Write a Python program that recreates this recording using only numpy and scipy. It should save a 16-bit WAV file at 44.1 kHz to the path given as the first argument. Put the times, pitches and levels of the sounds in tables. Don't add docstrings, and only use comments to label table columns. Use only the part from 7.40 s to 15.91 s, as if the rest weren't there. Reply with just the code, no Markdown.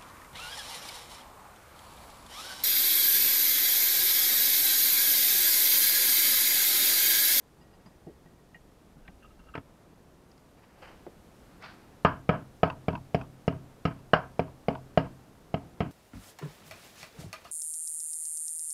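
import sys
import numpy as np
from scipy import signal
from scipy.fft import rfft, irfft, next_fast_len
from scipy.io import wavfile
from scipy.ndimage import map_coordinates

SR = 44100
rng = np.random.default_rng(int(sys.argv[2]) if len(sys.argv) > 2 else 0)


def generate_wav(sig):
    pcm = np.round(np.clip(np.atleast_2d(sig).T, -1, 1) * 32767).astype(np.int16)
    wavfile.write(sys.argv[1], SR, pcm)


def attenuation_scalar(level_db):
    decades = np.asarray(level_db, float) / 20
    return 10 ** decades


N = 375327
LIFE = np.arange(SR // 3) / SR

# (frequency [Hz], density [dB])
HISS = [(880, -44.5), (1500, -8), (3180, -7.5), (4690, -8), (5770, -9), (12900, -13), (15100, -18),
        (16000, -29)]
HUM = [(35, -45), (60, -4), (188, -3.5), (302, -6), (336, -7), (422, -8.5), (740, -13), (1280, -18.5),
       (4000, -36.5), (5200, -61.5), (8800, -120)]
RUMBLE = [(15, -6), (28, -3.5), (45, -3.5), (65, -5), (90, -17), (140, -67.5)]
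# (time [s], rumble level [dB])
HANDLING = [(0, -59.5), (1.09, -57.5), (2.04, -47.5), (2.23, -56.5), (3.18, -59.5), (3.74, -54),
            (4.55, -59), (8.51, -58)]

# (time [s], level [dB], hardness [dB])
BUMPS = [(0.209, -54.5, 1), (0.329, -67, 14), (0.459, -48, 3), (0.856, -46, -7), (0.928, -51, -13),
         (1.152, -48.5, -6), (1.567, -46, -14), (1.683, -44.5, -4), (1.992, -56, 3), (3.421, -55, 8)]
# (time [s], level of each mode [dB] x 3, rise [s])
HOLLOW = [(0.666, -38, -37, -51, 0.01), (3.665, -51, -42, -46, 0.002)]
# (frequency [Hz], t60 [s])
BLOCK_MODES = [(165, 0.086), (360, 0.14), (750, 0.051)]
# (level [dB], slope [dB per dB of hardness])
BUMP_TONE = [(0, 0), (-14, .6), (0, 1)]

# (time [s], level [dB], hardness [dB])
TICKS = [(0.2107, -62, 3), (0.247, -65, -16), (0.329, -65.5, 4), (0.399, -65, -6), (0.5138, -65, -13),
         (0.6714, -62, -18), (0.7292, -70, -10), (0.8565, -57.5, -19), (0.8794, -65, -14),
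         (0.9315, -68, -12), (0.9833, -65, -14), (1.0794, -73.5, -3)]
# (time [s], level of each mode [dB] x 3, rise [s])
PING = [(0.4603, -66, -67, -56.5, .002)]
# (frequency [Hz], t60 [s])
FREE_MODES = [(1900, 0.1487), (2820, 0.064), (4900, 0.093)]
# (level [dB], slope [dB per dB of hardness])
TICK_TONE = [(0, 0), (1.5, 1), (-1, 1)]

# (time [s], high level [dB], low level [dB], rise [s])
SNAPS = [(0.4609, -57, -53, 0.001072), (1.6779, -63, -40.5, 0.001), (1.9914, -64.5, -62, 0.0012),
         (2.9154, -53, -62.5, 0.001), (2.9781, -55, -68, 0.001), (3.6646, -64, -54, 0.001),
         (4.2234, -48.5, -45, 0.001)]
# (peak time [s], level [dB], 20 dB rise [s], 20 dB fall [s])
CLOTH_STROKES = [(3.185, -61, .04, .045), (3.24, -57, .035, .032), (3.3, -63, .05, .08),
                 (3.405, -61, .1, .05), (3.424, -48, .01, .2), (3.52, -54.5, .3, .08)]
RUBBER_STROKES = [(4.13, -66, .3, .4), (4.2245, -46.5, .006, .2), (4.247, -44.5, .04, .13),
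                  (4.33, -59, .1, .3)]
# (frequency [Hz], density [dB])
CLOTH = [(350, -30), (500, 0), (800, -1.5), (1700, -6), (3100, -11), (3500, -26.5), (4800, -17.5),
         (6000, -29), (9000, -41)]
RUBBER = [(260, -37), (450, -14), (499, -28), (593, -5), (1290, -4.5), (1400, -2), (3770, -16.5),
          (4580, -12.5), (7000, -35.5), (9100, -64), (15400, -120)]

# (time [s], level of each mode [dB] x 4, rise [s])
CLINK = [(1.1446, -43, -56, -57.5, -57, 0.002)]
# (frequency [Hz], t60 [s])
GRIPPED_MODES = [(1884.8, 0.086), (2440, 0.0563), (2850, 0.1), (1300, .03)]

# (time [s], level [dB], depth [dB])
SCUFFS = [(1.65, -65, 11), (1.6759, -58.5, 11.5), (1.824, -52, 1), (1.8453, -48, -10), (1.9031, -58.5, -12),
          (1.992, -53.5, -7), (2.0198, -72, -2), (2.0368, -63, -9), (2.064, -54, -15), (2.0846, -51, -6),
          (2.1387, -41, -7)]
# (frequency [Hz], t60 [s])
GUIDED_MODES = [(1270, 0.08), (1570, 0.063), (2760, 0.073)]
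# (level [dB], slope [dB per dB of depth])
SCUFF_TONE = [(0, 0), (0, 1), (-3, .3)]

# (time [s], bore pop [dB], bench boom [dB], iron ring [dB], smack [dB], landing place)
DROPS = [
    (2.152, -29.5, -43, -26.5, -56.5, "seat"),
    (2.177, -38, -38, -33.5, -66, "rebound"),
]
BLOWS = [(4.648, -13, -27, -11.5, -47.5, "edge"), (4.891, -14.5, -27.5, -18, -51.5, "centre"),
         (5.231, -10.5, -26, -19, -46, "end"), (5.482, -19.5, -26.5, -30.5, -54, "end"),
         (5.745, -17, -27, -30, -45, "square"), (6.078, -19, -26.5, -29.5, -49.5, "end"),
         (6.452, -21, -27.5, -24.5, -46, "end"), (6.733, -7.5, -29, -9, -42, "bridge"),
         (6.993, -16, -29.5, -29.5, -50, "far"), (7.283, -13.5, -27, -32, -49.5, "square"),
         (7.574, -14.5, -26.5, -23.5, -42, "lip"), (8.141, -21, -31, -34.5, -52.5, "seated"),
         (8.404, -26, -29.5, -32, -51, "near")]
LANDING = {"edge": (210, 970, 1215, 2320, 2), "centre": (451, 642, 1290, 2320, 2.5),
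           "square": (400, 645, 1090, 2180, -1), "end": (232, 650, 1270, 2280, -1),
           "bridge": (211, 728, 1544, 1800, -3.5), "far": (350, 635, 1136, 2020, -4),
           "lip": (432, 659, 924, 2760, .5), "seated": (210, 745, 1264, 2113, -1.5),
           "near": (209, 717, 1220, 2750, 4), "seat": (275, 900, 930, 2305, 3),
           "rebound": (245, 533, 1270, 2780, -6)}
# (frequency [Hz], level [dB], t60 [s])
BORE_MODES = [(497, -2, 0.031), (635, 4.5, 0.027), (699, 1, 0.071), (880, -33, 0.15)]
BENCH_MODES = [(56.72, -15, 0.2), (92.1, -3.5, 0.47), (130.1, -5.5, 0.87), (161.1, 10, 0.22),
               (189.3, 2.5, 0.099), (272.2, 2, 0.27), (384.2, -10, 0.29), (424.34, -3, 0.23)]
IRON_MODES = [(1050, 7, 0.037), (1269, 6, 0.051), (1387.8, -10, 0.1), (1630, 1, 0.088), (1750, -7.5, .1)]
UPPER_MODES = [(2152, 7.5, 0.02), (2320, 2, 0.034), (2830, -0.5, 0.086), (3120, -0.5, 0.023)]
RIM_MODES = [(4060, -4, .03), (4500, -4, .03), (4785, -3, .045), (5150, -3, .03), (5500, -3, .03)]
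# (low [Hz], high [Hz], bed level [dB], shudder t60 [s], puff [dB])
CLUTTER = [
    (380, 943, -13.5, 0.32, -4),
    (61.53, 327, -6.5, 0.51, -1),
    (870, 1600, 2, 0.29, -12.5),
    (1900, 3060, 8, 0.29, -1.5),
    (3500, 4600, -16, 0.24, 2.5),
]
# (bore [dB], bench [dB], iron [dB], upper [dB], rim [dB])
SHUDDER = (-15.8, -6.2, -12, -17, -12.5)

# (blow time [s], hop period [s], level [dB])
ROCKING = [(5.2305, .0232, -28.5), (5.4825, .0233, -30), (5.7435, .0229, -34), (7.283, .0229, -35.5)]
# (level [dB], hardness [dB])
HOPS = [(-12, 2), (-4, -7), (0, 0), (-9, -11)]
# (time [s], level [dB], hardness [dB])
RATTLES = [(6.124, -41, -2), (6.5894, -54, 0), (6.7694, -32, -6), (7.0799, -45, -9), (7.6391, -53, 0),
           (7.663, -44, -9)]
# (frequency [Hz], t60 [s])
LOOSE_MODES = [(2600, .028), (960, .065), (1450, .028), (4600, .022)]
# (level [dB], slope [dB per dB of hardness])
RATTLE_TONE = [(-6, 1), (-1, 0), (-4, 1.3), (-19, .6)]


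def unit(x):
    return x / np.sqrt(np.mean(x ** 2) + 1e-20)


def coloured(spectrum, size=N):
    hz, db = np.transpose(spectrum)
    m = next_fast_len(size)
    log_hz = np.log(np.fft.rfftfreq(m, 1 / SR) + 1)
    gain = attenuation_scalar(np.interp(log_hz, np.log(hz + 1), db, -120, -120))
    return unit(irfft(rfft(rng.standard_normal(m)) * gain, m)[:size])


def wobble(rate, size=N):
    knots = rng.standard_normal(int(size * rate / SR) + 4)
    return map_coordinates(knots, [np.arange(size) * rate / SR])


def fade(t60, attack):
    return np.exp(-np.log(1000) * LIFE / t60) * (1 - np.exp(-LIFE / max(attack, 1e-5)))


def add(track, s, sound):
    track[round(s * SR):][:len(sound)] += sound


def shop():
    t = np.arange(N) / SR
    step_db = 2.8 * (1 + np.tanh((t - 3.385) / .015)) / 2
    hiss = attenuation_scalar(-71.5 + step_db + .3 * wobble(8)) * coloured(HISS)
    hum = attenuation_scalar(-58.5 + step_db + .7 * wobble(3.3)) * coloured(HUM)
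    sway = np.zeros(N + SR)
    for s, _, boom_db, *_ in BLOWS:
        add(sway, s, attenuation_scalar(boom_db - 14) * fade(t60=.5, attack=.06))
    handling = attenuation_scalar(np.interp(t, *np.transpose(HANDLING)))
    rumble = (handling + sway[:N]) * attenuation_scalar(1.5 * wobble(6) - 7) * coloured(RUMBLE)
    return hiss + hum + rumble


def toned(rows, tone, rise):
    return [(s, *[db + base_db + slope * colour_db for base_db, slope in tone], rise)
            for s, db, colour_db in rows]


def contacts(table, modes, rough_db, spread, detune):
    track = np.zeros(N + SR)
    for s, *levels, rise in table:
        for db, (hz, t60) in zip(levels, modes):
            band = [(hz / spread, -20), (hz, 0), (hz * spread, -20)]
            grit = attenuation_scalar(rough_db) * coloured(band, size=len(LIFE))
            tone = np.sin(2 * np.pi * hz * (1 + detune * rng.standard_normal()) * LIFE)
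            add(track, s, attenuation_scalar(db) * fade(t60, rise) * (tone + grit))
    return track[:N]


def bumps():
    touches = toned(BUMPS, BUMP_TONE, rise=.004) + HOLLOW
    return attenuation_scalar(-2) * contacts(touches, BLOCK_MODES, rough_db=4.7, spread=2.18, detune=.051)


def ticks():
    touches = toned(TICKS, TICK_TONE, rise=.0055) + PING
    return contacts(touches, FREE_MODES, rough_db=-20, spread=1.3, detune=.002)


def strokes(rows):
    t = np.arange(N) / SR
    slopes = [db - 20 * np.maximum((s - t) / rise, (t - s) / fall) for s, db, rise, fall in rows]
    return attenuation_scalar(np.max(slopes, axis=0))


def glove():
    drag = np.zeros(N)
    for rows, skin in [(CLOTH_STROKES, CLOTH), (RUBBER_STROKES, RUBBER)]:
        grains = attenuation_scalar(1.6 * wobble(180)) * coloured(skin)
        drag += strokes(rows) * unit(grains)
    snap_modes = [(4955, .016), (1940, .032)]  # (frequency [Hz], t60 [s])
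    return drag + attenuation_scalar(-4.5) * contacts(SNAPS, snap_modes, rough_db=2, spread=2.2, detune=.03)


def clink():
    return contacts(CLINK, GRIPPED_MODES, rough_db=-10, spread=1.3, detune=.002)


def scuffs():
    touches = toned(SCUFFS, SCUFF_TONE, rise=.004)
    return contacts(touches, GUIDED_MODES, rough_db=-4, spread=1.3, detune=.007)


def ring(modes, attack):
    return sum(attenuation_scalar(db + 1.5 * rng.standard_normal()) * fade(t60, attack) * np.sin(2 * np.pi * hz * LIFE)
               for hz, db, t60 in modes)


def chatter(modes, lo, hi, floor_db, width):
    hz = np.geomspace(lo * .8, hi * 1.2, num=200)
    corners = np.log([hz[0], lo, hi, hz[-1]])
    bed = attenuation_scalar(floor_db + np.interp(np.log(hz), corners, [-29, 8, 5, -14]))
    peaks = sum(attenuation_scalar(db) / (1 + ((hz / f - 1) / width) ** 2) for f, db, _ in modes)
    return coloured(np.transpose([hz, 20 * np.log10(bed + peaks)]), size=len(LIFE))


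def knocks(table, upper_db, wood_db, damping):
    track = np.zeros(N + SR)
    # (modes, attack [s], trim [dB], polarity); the bench first moves away from the microphone
    groups = [(BORE_MODES, .0003, -8, 1), (BENCH_MODES, .0015, -1, -1), (IRON_MODES, .0012, -8, 1),
              (UPPER_MODES, .0004, -8, 1), (RIM_MODES, .0006, -8, 1)]
    smack_colour = [(3000, -6), (3800, 0), (5900, 2), (7500, -2), (11000, -8), (16000, -11)]  # ([Hz], [dB])
    slap = (1 - LIFE / .00028) * np.exp(-LIFE / .00046) * (1 - np.exp(-LIFE / .00008))
    spring = np.exp(-((LIFE - .0047) / .0005) ** 2)
    press = attenuation_scalar(-5 / (1 + np.exp(np.clip((.008 - LIFE) / .00088, -30, 30))))
    for s, pop_db, boom_db, iron_db, smack_db, place in table:
        plank_hz, bore_hz, iron_hz, upper_hz, loose_db = LANDING[place]
        s += .0008
        ring_db = upper_db + .5 * iron_db + .3 * smack_db
        levels = [pop_db, boom_db, iron_db, ring_db, smack_db]
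        tails = [*SHUDDER[:-1], SHUDDER[-1] + .5 * (iron_db + 24)]
        lumps = attenuation_scalar(loose_db + 1.5 * wobble(59.6, size=len(LIFE)))
        add(track, s, attenuation_scalar(ring_db + 1) * slap + attenuation_scalar(boom_db + 8.5) * spring)
        # (frequency [Hz], level [dB], t60 [s])
        picked = [[(bore_hz, 2.5, .04)], [], [(iron_hz, 4, .09)], [(upper_hz, .1, .045)], []]
        for db, tail_db, group, own, clutter in zip(levels, tails, groups, picked, CLUTTER):
            modes, attack, trim_db, polarity = group
            lo, hi, bed_db, t60, puff_db = clutter
            damped = [(hz, g, d * damping) for hz, g, d in modes + own]
            tone = polarity * attenuation_scalar(trim_db) * ring(damped, attack)
            puff = attenuation_scalar(puff_db) * fade(.034, .00059)
            shudder = attenuation_scalar(tail_db) * fade(t60 * damping, .009) * lumps
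            noise = chatter(modes + own, lo, hi, bed_db, width=.024)
            add(track, s, attenuation_scalar(db) * (tone * press + (puff + shudder) * noise))
        plank_db = boom_db + wood_db - 11 * np.log2(plank_hz / 215)
        add(track, s, -attenuation_scalar(plank_db - 6) * ring([(plank_hz, 0, .07 * damping)], attack=.0018))
        air = fade(.014, .00068) + attenuation_scalar(-13) * fade(.12, .0042)
        add(track, s, attenuation_scalar(smack_db - 4) * air * coloured(smack_colour, size=len(LIFE)))
    return signal.sosfilt(signal.butter(2, 48, "high", fs=SR, output="sos"), track[:N])


def loose():
    hops = []
    for s, period, db in ROCKING:
        for k, (hop_db, hard_db) in enumerate(HOPS):
            hops.append((s + (k + 1) * period, db + hop_db, hard_db))
    touches = toned(hops + RATTLES, RATTLE_TONE, rise=.001)
    return attenuation_scalar(-3) * contacts(touches, LOOSE_MODES, rough_db=0, spread=1.5, detune=.015)


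def scene():
    drops = knocks(DROPS, upper_db=-6, wood_db=24, damping=.33)
    blows = knocks(BLOWS, upper_db=-2.6, wood_db=7, damping=.83)
    mix = shop() + bumps() + ticks() + glove() + clink() + scuffs() + drops + blows + loose()
    return mix[None]


def low_pass(x):
    return signal.sosfilt(signal.butter(12, 16310, fs=SR, output="sos"), x)


def record(dry):
    m = next_fast_len(N)
    passed = np.fft.rfftfreq(m, 1 / SR) < 15800
    band = irfft(rfft(dry, m) * passed, m)[:, :N]
    return low_pass(band)


dry = scene()
out = record(dry)
generate_wav(out)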